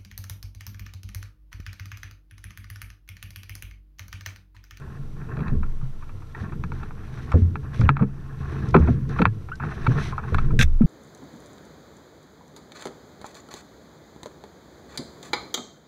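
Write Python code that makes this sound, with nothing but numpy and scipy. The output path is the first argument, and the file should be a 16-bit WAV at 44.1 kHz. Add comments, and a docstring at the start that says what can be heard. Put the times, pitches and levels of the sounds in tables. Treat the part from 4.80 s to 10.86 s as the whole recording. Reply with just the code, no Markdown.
"""Hauling along a kayak on calm water

Two plastic kayaks lie side by side; the microphone is in a waterproof case fixed on the deck of one.
A paddler hauls herself along it: paddle and hands knock on the deck, the hollow hulls bump and boom,
water sloshes and drips between them, her jacket rustles and, close up, a sleeve brushes the case.
Air rumbles underneath, and a limiter ducks for a moment after the hardest knocks."""
import sys
import numpy as np
from scipy import signal
from scipy.fft import rfft, irfft
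from scipy.io import wavfile
from scipy.ndimage import uniform_filter1d, minimum_filter1d

SR = 44100
rng = np.random.default_rng(int(sys.argv[2]) if len(sys.argv) > 2 else 0)


def master(y):
    """Save y as 16-bit WAV."""
    cut = np.clip(np.atleast_2d(y).T, -1, 1)
    pcm = np.round(cut * 32767)  # scale
    wavfile.write(sys.argv[1], SR, pcm.astype(np.int16))


N = 267246
TIME = np.arange(N) / SR

# resonances of the hollow hull: pitch_hz, width_hz, gain_db
HULL_MODES = [(68, 54, -2.5), (86, 15.7, 2), (138, 12, 1), (165, 44, 3), (199, 26, 5.5),
              (238.4, 48.6, -0.5), (299.7, 73, -5), (351.4, 57, -9), (405.5, 22.3, -7), (430, 40, -7.5),
              (456, 66, -7), (706, 330, -29.5)]


def from_db(db):
    """Decibels to gain."""
    return 10 ** (np.asarray(db) / 20)


def rms_one(x):
    """Scale to unit rms."""
    return x / np.sqrt(np.mean(x ** 2) + 1e-20)


def in_time(curve):
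    """Each column of a curve after its times, at every sample."""
    times, *columns = np.transpose(curve)
    return [np.interp(TIME, times, column) for column in columns]


def during(curve):
    """True from a curve's first row to its last."""
    return (TIME > curve[0][0]) & (TIME < curve[-1][0])


def add(out, start_s, sound):
    """Mix a sound in at start_s."""
    start = int(start_s * SR)
    out[start:start + len(sound)] += sound[:N - start]


def butter(x, hz, kind, order=2):
    """Butterworth filter."""
    return signal.sosfilt(signal.butter(order, np.clip(hz, 5, .45 * SR), kind, fs=SR, output="sos"), x)


def drift(rate_hz):
    """Smooth random wander with an rms of about 1."""
    step, settle = 40, 2000
    pole = np.exp(-2 * np.pi * rate_hz * step / SR)
    noise = rng.standard_normal(N // step + settle + 2)
    slow = signal.lfilter([1], [1, -2 * pole, pole * pole], noise)[settle:]
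    return np.interp(np.arange(N) / step, np.arange(len(slow)), rms_one(slow))


def resonate(x, hz, width_hz):
    """One resonance with gain 1 at its peak."""
    r = np.exp(-np.pi * width_hz / SR)
    feedback = [1, -2 * r * np.cos(2 * np.pi * hz / SR), r * r]
    return signal.lfilter(np.array([1, 0, -1]) * (1 - r * r) / 2, feedback, x + 1e-18)


def body(x, modes):
    """Modes in parallel with alternating signs."""
    return sum((-1) ** k * from_db(db) * resonate(x, hz, width)
               for k, (hz, width, db) in enumerate(modes))


def response(modes):
    """A body's answer to one click."""
    return body(signal.unit_impulse(SR // 2), modes)


def colour(x, spectrum):
    """Give a steady sound a spectrum that falls away past its ends; rms 1."""
    hz, db = np.transpose(spectrum)
    bins_hz = np.maximum(np.arange(N // 2 + 1) * SR / N, 1)
    skirts = np.minimum(1, np.minimum(bins_hz / hz[0], hz[-1] / bins_hz)) ** 4
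    shape = from_db(np.interp(np.log(bins_hz), np.log(hz), db))
    return rms_one(irfft(rfft(x) * skirts * shape, N))


def grains(per_s, spread_db):
    """Random clicks of uneven size."""
    sizes = from_db(spread_db * np.minimum(rng.exponential(1, N), 4)) * rng.choice([-1, 1], N)
    return sizes * (rng.random(N) < per_s / SR)


def burst(t, decay_s):
    """A dying run of tiny contacts."""
    return rng.choice([-1, 1], len(t)) * np.exp(-t / decay_s)


def swells(rows, attack_s, release_s, rest_db):
    """Gain of overlapping swells above a resting level: each builds for its length, then dies away."""
    power = from_db(rest_db) ** 2
    for start_s, length_s, db in rows:
        rise = 1 - np.exp(-np.clip(TIME - start_s, 0, length_s) / attack_s)
        fall = np.exp(-np.maximum(TIME - start_s - length_s, 0) / release_s)
        power = power + (from_db(db) * rise * fall) ** 2
    return np.sqrt(power)


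def squeak(level_db, hz, jitter):
    """Stick and slip at an unsteady rate."""
    return from_db(level_db) * np.sin(2 * np.pi * np.cumsum(hz * (1 + jitter * drift(219))) / SR)


def hiss(level_db=-58.5):
    """Even hiss with a thin electronic whine in it."""
    # colour of the hiss: frequency_hz, relative_db
    spectrum = [(240, -40.5), (400, -1.5), (900, -4.5), (1080, -0.5), (1220, -9.5), (1360, 1.5),
                (1510, -14.5), (2510, -17), (2790, -15), (11600, -28), (15500, -36)]
    # whine of the electronics, against the hiss: pitch_hz, relative_db
    tones = [(5859, -20), (8789, -27), (11719, -20)]
    whine = sum(from_db(db) * rms_one(np.sin(2 * np.pi * hz * TIME + 0.51 * drift(15)))
                for hz, db in tones)
    return from_db(level_db) * (colour(rng.standard_normal(N), spectrum) + whine)


def buffet(sway_hz=19, air_db=-13):
    """Moving air rocks the microphone's case at the very bottom of hearing."""
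    # gusts on the case: start_s, length_s, level_db
    gusts = [(.17, 0.099, -33), (.68, 0.21, -21), (1.7, 0.4, -34.5), (2.55, 0.11, -39),
             (2.98, 0.096, -25.5), (3.9, 0.55, -35.5), (5.0, 0.036, -26.5), (5.53, 0.37, -18),
             (5.8, 0.3, -18.5)]
    gust = swells(gusts, attack_s=0.018, release_s=0.25, rest_db=-45.5)
    sway = np.sin(2 * np.pi * np.cumsum(sway_hz * (1 + 0.1548 * drift(4.23))) / SR)
    air = butter(rng.standard_normal(N), [22, 45], "band")
    return gust * (rms_one(sway) + from_db(air_db) * rms_one(air))


def water_surge():
    """How strongly the water pushes between the hulls, as a gain."""
    # surges in the gap: start_s, length_s, relative_db
    surges = [(0, 0.14, -51.5), (.36, 0.069, -51), (.485, 0.2, -45), (1.56, 0.097, -50), (1.94, .09, -49.5),
              (2.14, 0.3, -56.5), (2.33, 0.25, -52.5), (2.83, 0.032, -49.5), (2.91, 0.26, -48),
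              (3.26, 0.9, -55), (3.6, .25, -47), (3.99, 0.12, -45), (4.29, 0.12, -44), (4.8, 0.095, -42.5),
              (4.95, 0.24, -44.5), (5.13, .21, -42.5), (5.42, 0.22, -45.5)]
    return swells(surges, attack_s=0.0061, release_s=0.046, rest_db=-67)


def hull_rumble(surge, rocking_gain_db=5, surge_gain_db=12):
    """Ripples and rubbing keep the hollow boat murmuring, more so when water surges against it."""
    # murmur as the boats rock and rub: time_s, relative_db
    rocking = [(0.0, -47.5), (0.72, -38), (1.13, -48.5), (1.6, -46.5), (1.79, -35), (2.11, -44.5),
               (2.34, -41.5), (2.63, -36), (3.21, -41), (3.36, -42.5), (3.59, -40.5), (3.98, -27),
               (4.3, -33), (4.71, -43), (5.1, -54), (5.54, -36.5), (5.7, -26.5), (6.06, -50)]
    # colour of the murmur: frequency_hz, relative_db
    spectrum = [(29, -55), (50, -8), (75, 2.5), (102, -8.5), (135, 3.5), (167, -11.5), (227, -11.5),
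                (274, -21.5), (323, -16), (386, -25.5), (440, -20.5), (525, -35), (700, -57), (910, -63.5),
                (1540, -120)]
    rocking_db, = in_time(rocking)
    level = np.hypot(from_db(rocking_db + rocking_gain_db), from_db(surge_gain_db) * surge)
    murmur = colour(rng.standard_normal(N), spectrum)
    # the ripples are of much the same size, so no single one stands out
    local_power = uniform_filter1d(murmur ** 2, size=SR // 16) + 1e-6
    return level * murmur / np.sqrt(local_power)


def slosh(surge, gain_db=3.5, cycles=6, clump_db=3.5, wash_db=-3, gurgle_db=-8):
    """Crowds of small bubbles ring a few cycles each over a soft wash, muffled by the case."""
    # water heard from inside the case: frequency_hz, relative_db
    spectrum = [(210, -37.5), (350, 10), (447, 2.5), (558, -14.5), (789, -65), (911, -36.5), (1050, 5),
                (1220, -3.5), (1330, -1.5), (1800, -2.5), (2120, -20.5), (2620, -13.5), (3030, -45),
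                (3870, -29), (5000, -53), (6500, -58), (11000, -120)]
    births = grains(per_s=1500, spread_db=-4.5) * from_db(clump_db * drift(21))
    pitches_hz = np.geomspace(450, 4500, 20)
    pitch_index = rng.integers(0, len(pitches_hz), N)
    bubbles = sum(resonate(births * (pitch_index == k), hz, hz / cycles)
                  for k, hz in enumerate(pitches_hz))
    fizz = colour(rms_one(bubbles) + from_db(wash_db) * rng.standard_normal(N), spectrum)
    # the larger bubbles gurgle in the gap between the hulls
    gurgle = rms_one(butter(bubbles, [600, 1000], "band", order=3))
    return from_db(gain_db) * surge * (fizz + from_db(gurgle_db) * gurgle)


def bumps(boom_cycles=30.9, contact_s=0.00092, darkening_s=0.049, shove_db=20, shove_hz=600):
    """The struck panel booms at its own pitch, low ones longest; the whole hull shudders, ever duller."""
    # hull against hull: start_s, boom_db, pitch_hz, shudder_db, grind_decay_s
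    collisions = [(0.195, -26, 132.7, -44, .022), (0.575, -19, 140, -23, 0.11),
                  (.720, -18, 123.5, -21.5, 0.058), (0.764, -17.5, 72.7, -40, 0.072),
                  (1.029, -21.5, 131, -40, 0.035), (1.337, -28, 95.6, -39.5, 0.033),
                  (1.612, -25, 93, -32.5, .05), (1.84, -24, 174, -35, .015),
                  (1.918, -29, 132, -35.5, 0.014), (2.541, -6, 86, -9, 0.041),
                  (2.554, -13.5, 241, -21.5, .025), (2.62, -9, 86, -46, .025),
                  (2.995, -9, 116.6, -19.5, 0.15), (3.036, -9, 81.7, -24.5, 0.055),
                  (3.093, -4, 137, -15.5, 0.019), (3.21, -7, 133.5, -7.5, 0.021),
                  (3.606, -22.5, 138, -53, .015), (3.944, -11, 698, -33, 0.0092),
                  (3.947, -12, 165, -5, 0.04), (3.951, -3.5, 385, -38, .02), (4.002, -7.5, 74.7, -20, .03),
                  (4.076, -13.5, 113.7, -15.5, 0.071), (4.085, -20.5, 679, -30, .02),
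                  (4.397, -12, 175.7, -7, 0.02), (4.413, -27, 68, -14.5, 0.013),
                  (4.464, -11.5, 106, -20, 0.008), (4.838, -23, 151, -31, 0.027),
                  (5.08, -8, 122.4, -18, 0.038), (5.150, -20, 145.3, -26.5, 0.054),
                  (5.521, -15.5, 83.2, -19, 0.028), (5.731, -12, 124.3, -22.5, 0.036),
                  (5.79, -9.5, 128.4, -14.5, 0.014), (5.83, -12.5, 71.7, -35, 0.033),
                  (6.009, -4, 223.5, -25.5, .024), (6.037, -8, 162, -29, 0.028)]
    booms, force, t = np.zeros(N), np.zeros(N), TIME[:SR // 2]
    press, bright = 1 - np.exp(-t / contact_s), np.exp(-t / darkening_s)
    shove = from_db(shove_db) * butter(signal.unit_impulse(len(t)), shove_hz, "low", order=1)
    for start_s, boom_db, hz, shudder_db, grind_s in collisions:
        t60 = boom_cycles / hz
        add(booms, start_s, press * from_db(boom_db - 60 * t / t60) * np.sin(2 * np.pi * hz * t))
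        push = press * burst(t, grind_s) + shove
        dulling_push = bright * push + (1 - bright) * butter(push, 230, "low")
        add(force, start_s, from_db(shudder_db) * dulling_push)
    shudder = body(butter(force, 140, "high", order=1), HULL_MODES) / np.linalg.norm(response(HULL_MODES))
    return booms + butter(shudder, 685, "low", order=4)


def light_taps(level_db=-47, bright_hz=3000):
    """Loose gear taps faintly on the deck at random."""
    return from_db(level_db) * butter(grains(per_s=5, spread_db=2.0), bright_hz, "low")


def knocks(scuff_cycles=16.7, bite_s=0.0016, wall_hz=4600, tick_db=-38, hull_db=-4):
    """A click and a scuff ring the deck and case; hard touches are short, softer ones duller."""
    # paddle and hands on the deck: start_s, click_db, scuff_db, brightness_hz
    touches = [(0.567, -39, -29, 4840), (0.59, -35, -29, 5000), (0.605, -30, -29, 5000),
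               (0.68, -32, -22.5, 7000), (0.831, -25.5, -33.5, 1890), (1.013, -37, -43, 1690),
               (1.224, -39, -38, 1990), (1.293, -36, -38.5, 3000), (1.42, -40, -41.5, 2000),
               (1.547, -45, -33, 3000), (1.721, -33, -31.5, 1920), (1.838, -21, -30.5, 3340),
               (1.919, -24, -33, 2400), (2.031, -31.5, -29, 4030), (2.108, -28, -40, 1630),
               (2.372, -43, -35.5, 3000), (2.518, -23.5, -19.5, 3430), (2.532, -36, -27.5, 1100),
               (2.756, -18, -33.5, 2700), (3.013, -21.5, -18, 5700), (3.091, 5.5, -9.5, 2560),
               (3.168, -11.5, -24, 2430), (3.193, -19, -19.5, 1500), (3.222, -18.5, -23, 1800),
               (3.941, -13, -6.5, 1026), (3.944, -7, -10.5, 2680), (3.965, -7.5, -36, 2600),
               (4.023, -27, -55, 2500), (4.073, -26, -22, 1680), (4.373, -33, -37, 2530),
               (4.387, -24, -15.5, 2840), (4.417, -11, -7, 4630), (4.4541, 1.5, -11, 2630),
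               (4.687, -27.5, -35, 1700), (4.799, -26, -29, 2010), (4.835, -26, -24, 1810),
               (5.066, -15.5, -11, 4960), (5.324, -23, -36, 1520), (5.38, -17, -25, 1330),
               (5.545, -13, -8, 8000), (5.582, -30, -14.5, 4000), (5.705, -36, -33, 1920),
               (6.013, -46, -31.5, 2600)]
    # resonances of deck and case: pitch_hz, width_hz, gain_db
    case_modes = [(832, 390, 2.5), (877, 343, 6.5), (1336, 226, 6), (1500, 680, -4), (1685, 30, -5.5),
                  (2283, 165, -9), (2660, 110, -9), (3540, 250, -38.5), (4060, 160, -17), (4480, 180, -21)]
    t, ringing = TIME[:SR // 4], response(case_modes)
    ring_peak, ring_norm = np.abs(ringing).max(), np.linalg.norm(ringing)
    bite = 1 - np.exp(-t / bite_s)
    force = light_taps() / ring_peak
    for start_s, click_db, scuff_db, bright_hz in touches:
        touch = from_db(scuff_db) * burst(t, scuff_cycles / bright_hz) * bite / ring_norm
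        touch[0] += from_db(click_db) / ring_peak
        add(force, start_s, butter(touch, bright_hz, "low"))
    # the case wall lets only a faint tick of the treble reach the microphone
    clack = butter(body(force, case_modes), wall_hz, "low", order=6) + from_db(tick_db) * force
    # a little of each blow passes into the hull
    return clack + from_db(hull_db) * body(butter(force, 160, "high"), HULL_MODES)


def plops(rise_s=0.0074, swell_s=0.0029, overtone_db=-17):
    """A bubble's note climbs as it nears the surface."""
    # air pockets closing in the water: start_s, level_db, birth_pitch_hz, rise_share, t60_s
    pockets = [(0.835, -36.5, 1250, 0.14, 0.07), (1.547, -25, 1780, 0.082, 0.032),
               (4.716, -21, 1210, .28, .08), (5.327, -25, 1040, 0.024, 0.066),
               (5.380, -13, 1246, 0.043, 0.024)]
    out, t = np.zeros(N), TIME[:SR // 5]
    for start_s, db, hz, rise, t60 in pockets:
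        pitch_hz = hz * (1 + rise * (1 - np.exp(-t / rise_s)))
        phase = 2 * np.pi * np.cumsum(pitch_hz) / SR
        fade = from_db(-60 * t / t60) * (1 - np.exp(-t / swell_s))
        fade *= from_db(2.5 * drift(150)[:len(t)])
        note = np.sin(phase) + from_db(overtone_db) * fade * np.sin(2 * phase)
        add(out, start_s, from_db(db) * fade * note)
    return out


def jacket(gain_db=3.0, crease_db=2.0, snap_db=-10):
    """Stiff cloth rustles in dense fine grains, with a crease snapping now and then."""
    # the paddler's movements: start_s, length_s, relative_db
    moves = [(1.55, 0.068, -56), (1.9, 0.1, -60), (2.2, 0.38, -60.5), (2.92, 0.071, -48.5),
             (3.55, 0.57, -60.5), (4.26, .15, -57.5), (4.8, 0.38, -58), (5.03, 0.19, -53.5),
             (5.17, 0.1, -43.5), (5.4, 0.23, -59.5)]
    # colour of the cloth: frequency_hz, relative_db
    spectrum = [(1180, -30), (2000, 3), (2840, -6), (3870, -4), (4960, -14), (5990, -7), (6870, -23),
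                (9840, -22), (14200, -40.5), (15000, -27.5), (15500, -50)]
    motion = swells(moves, attack_s=0.062, release_s=0.049, rest_db=-71.5)
    fibres = rms_one(grains(per_s=7300, spread_db=-5.5))
    snaps = rms_one(grains(per_s=45, spread_db=2))
    rustle = colour(fibres + from_db(snap_db) * snaps, spectrum)
    return motion * from_db(gain_db + crease_db * drift(25)) * rustle


def buckles(pitch_hz=5200, width_hz=2200, rattle_s=0.0037):
    """Small hard fittings on the jacket give short bright ticks."""
    # buckles and zip pulls: start_s, peak_db
    ticks = [(1.838, -46), (2.518, -40), (3.009, -36.5), (3.887, -40.5), (3.908, -41), (4.292, -41.5),
             (4.755, -41.5)]
    out, t = np.zeros(N), TIME[:SR // 30]
    for start_s, db in ticks:
        tick = butter(resonate(burst(t, rattle_s), pitch_hz, width_hz), 6200, "low")
        add(out, start_s, from_db(db) * tick / np.abs(tick).max())
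    return out


def deck_line():
    """The braid zips roughly under a hand, falling in pitch as the hand slows."""
    # a hand slipping along the line: time_s, level_db, pitch_hz
    slip = [(3.015, -63, 5900), (3.035, -68, 4450), (3.052, -46, 3000), (3.075, -52, 1565),
            (3.09, -43, 1350)]
    grip = from_db(4 * drift(200))
    return during(slip) * grip * squeak(*in_time(slip), jitter=0.027)


def sleeve(snag_hz=2500, snag_width_hz=900, snag_s=0.0016):
    """Coated cloth slides over the case, right at the microphone: it catches, squeaks and swishes off."""
    # the sleeve's slide: time_s, rub_db, squeak_db, squeak_hz
    swipe = [(5.789, -70, -68, 1704), (5.7915, -21, -15, 1650), (5.797, -25, -23.5, 1612),
             (5.809, -27, -20, 1540), (5.8125, -25, -10, 1603), (5.817, -26, -29, 1570),
             (5.830, -18, -70, 1600), (5.838, -35, -70, 1600), (5.865, -62, -70, 1600)]
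    # colour of the rub: frequency_hz, relative_db
    spectrum = [(290, -65), (500, -1.5), (982, -11), (1600, 10), (2330, 0.5), (2610, 11), (3060, -14),
                (3480, 8.5), (4500, -14), (5750, -1.5), (8720, -15), (12300, -17.5), (15500, -31)]
    # seams catching on the case: start_s, relative_db
    seams = [(5.7912, -7.5), (5.8119, -1.5)]
    rub_db, squeak_db, squeak_hz = in_time(swipe)
    rub = from_db(rub_db) * colour(rng.standard_normal(N), spectrum)
    snags, t = np.zeros(N), TIME[:SR // 50]
    for start_s, db in seams:
        snap = resonate(burst(t, snag_s), snag_hz, snag_width_hz)
        add(snags, start_s, from_db(db) * snap / np.abs(snap).max())
    slide = during(swipe) * (rub + squeak(squeak_db, squeak_hz, jitter=0.025))
    return slide + butter(snags, 3500, "low")


def limiter(x, ceiling_db=-2, recovery_db_per_s=16, sense_hz=550):
    """Sharp peaks over the ceiling pull the gain down just ahead of them; it creeps back. 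Booms pass."""
    peaks = np.abs(butter(x, sense_hz, "high")).max(axis=0)
    over_db = np.maximum(20 * np.log10(peaks + 1e-9) - ceiling_db, 0)
    recovered_db = recovery_db_per_s * TIME
    gain_db = recovered_db - np.maximum.accumulate(over_db + recovered_db)
    return x * from_db(uniform_filter1d(minimum_filter1d(gain_db, size=45), size=45))


def scene():
    """Everything reaches one microphone on the deck."""
    surge = water_surge()
    boats = knocks() + bumps() + hull_rumble(surge)
    water = slosh(surge) + plops()
    paddler = jacket() + buckles() + deck_line() + sleeve()
    return (boats + water + paddler + buffet() + hiss())[None]


def record(dry):
    """The hardest knocks duck everything briefly; peaks are rounded and the top is cut at 15.7 kHz."""
    held = limiter(dry)
    rounded = held / (1 + held ** 8) ** .125
    return signal.sosfilt(signal.ellip(10, .1, 80, 15700, fs=SR, output="sos"), rounded)


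dry = scene()
out = record(dry)
master(out)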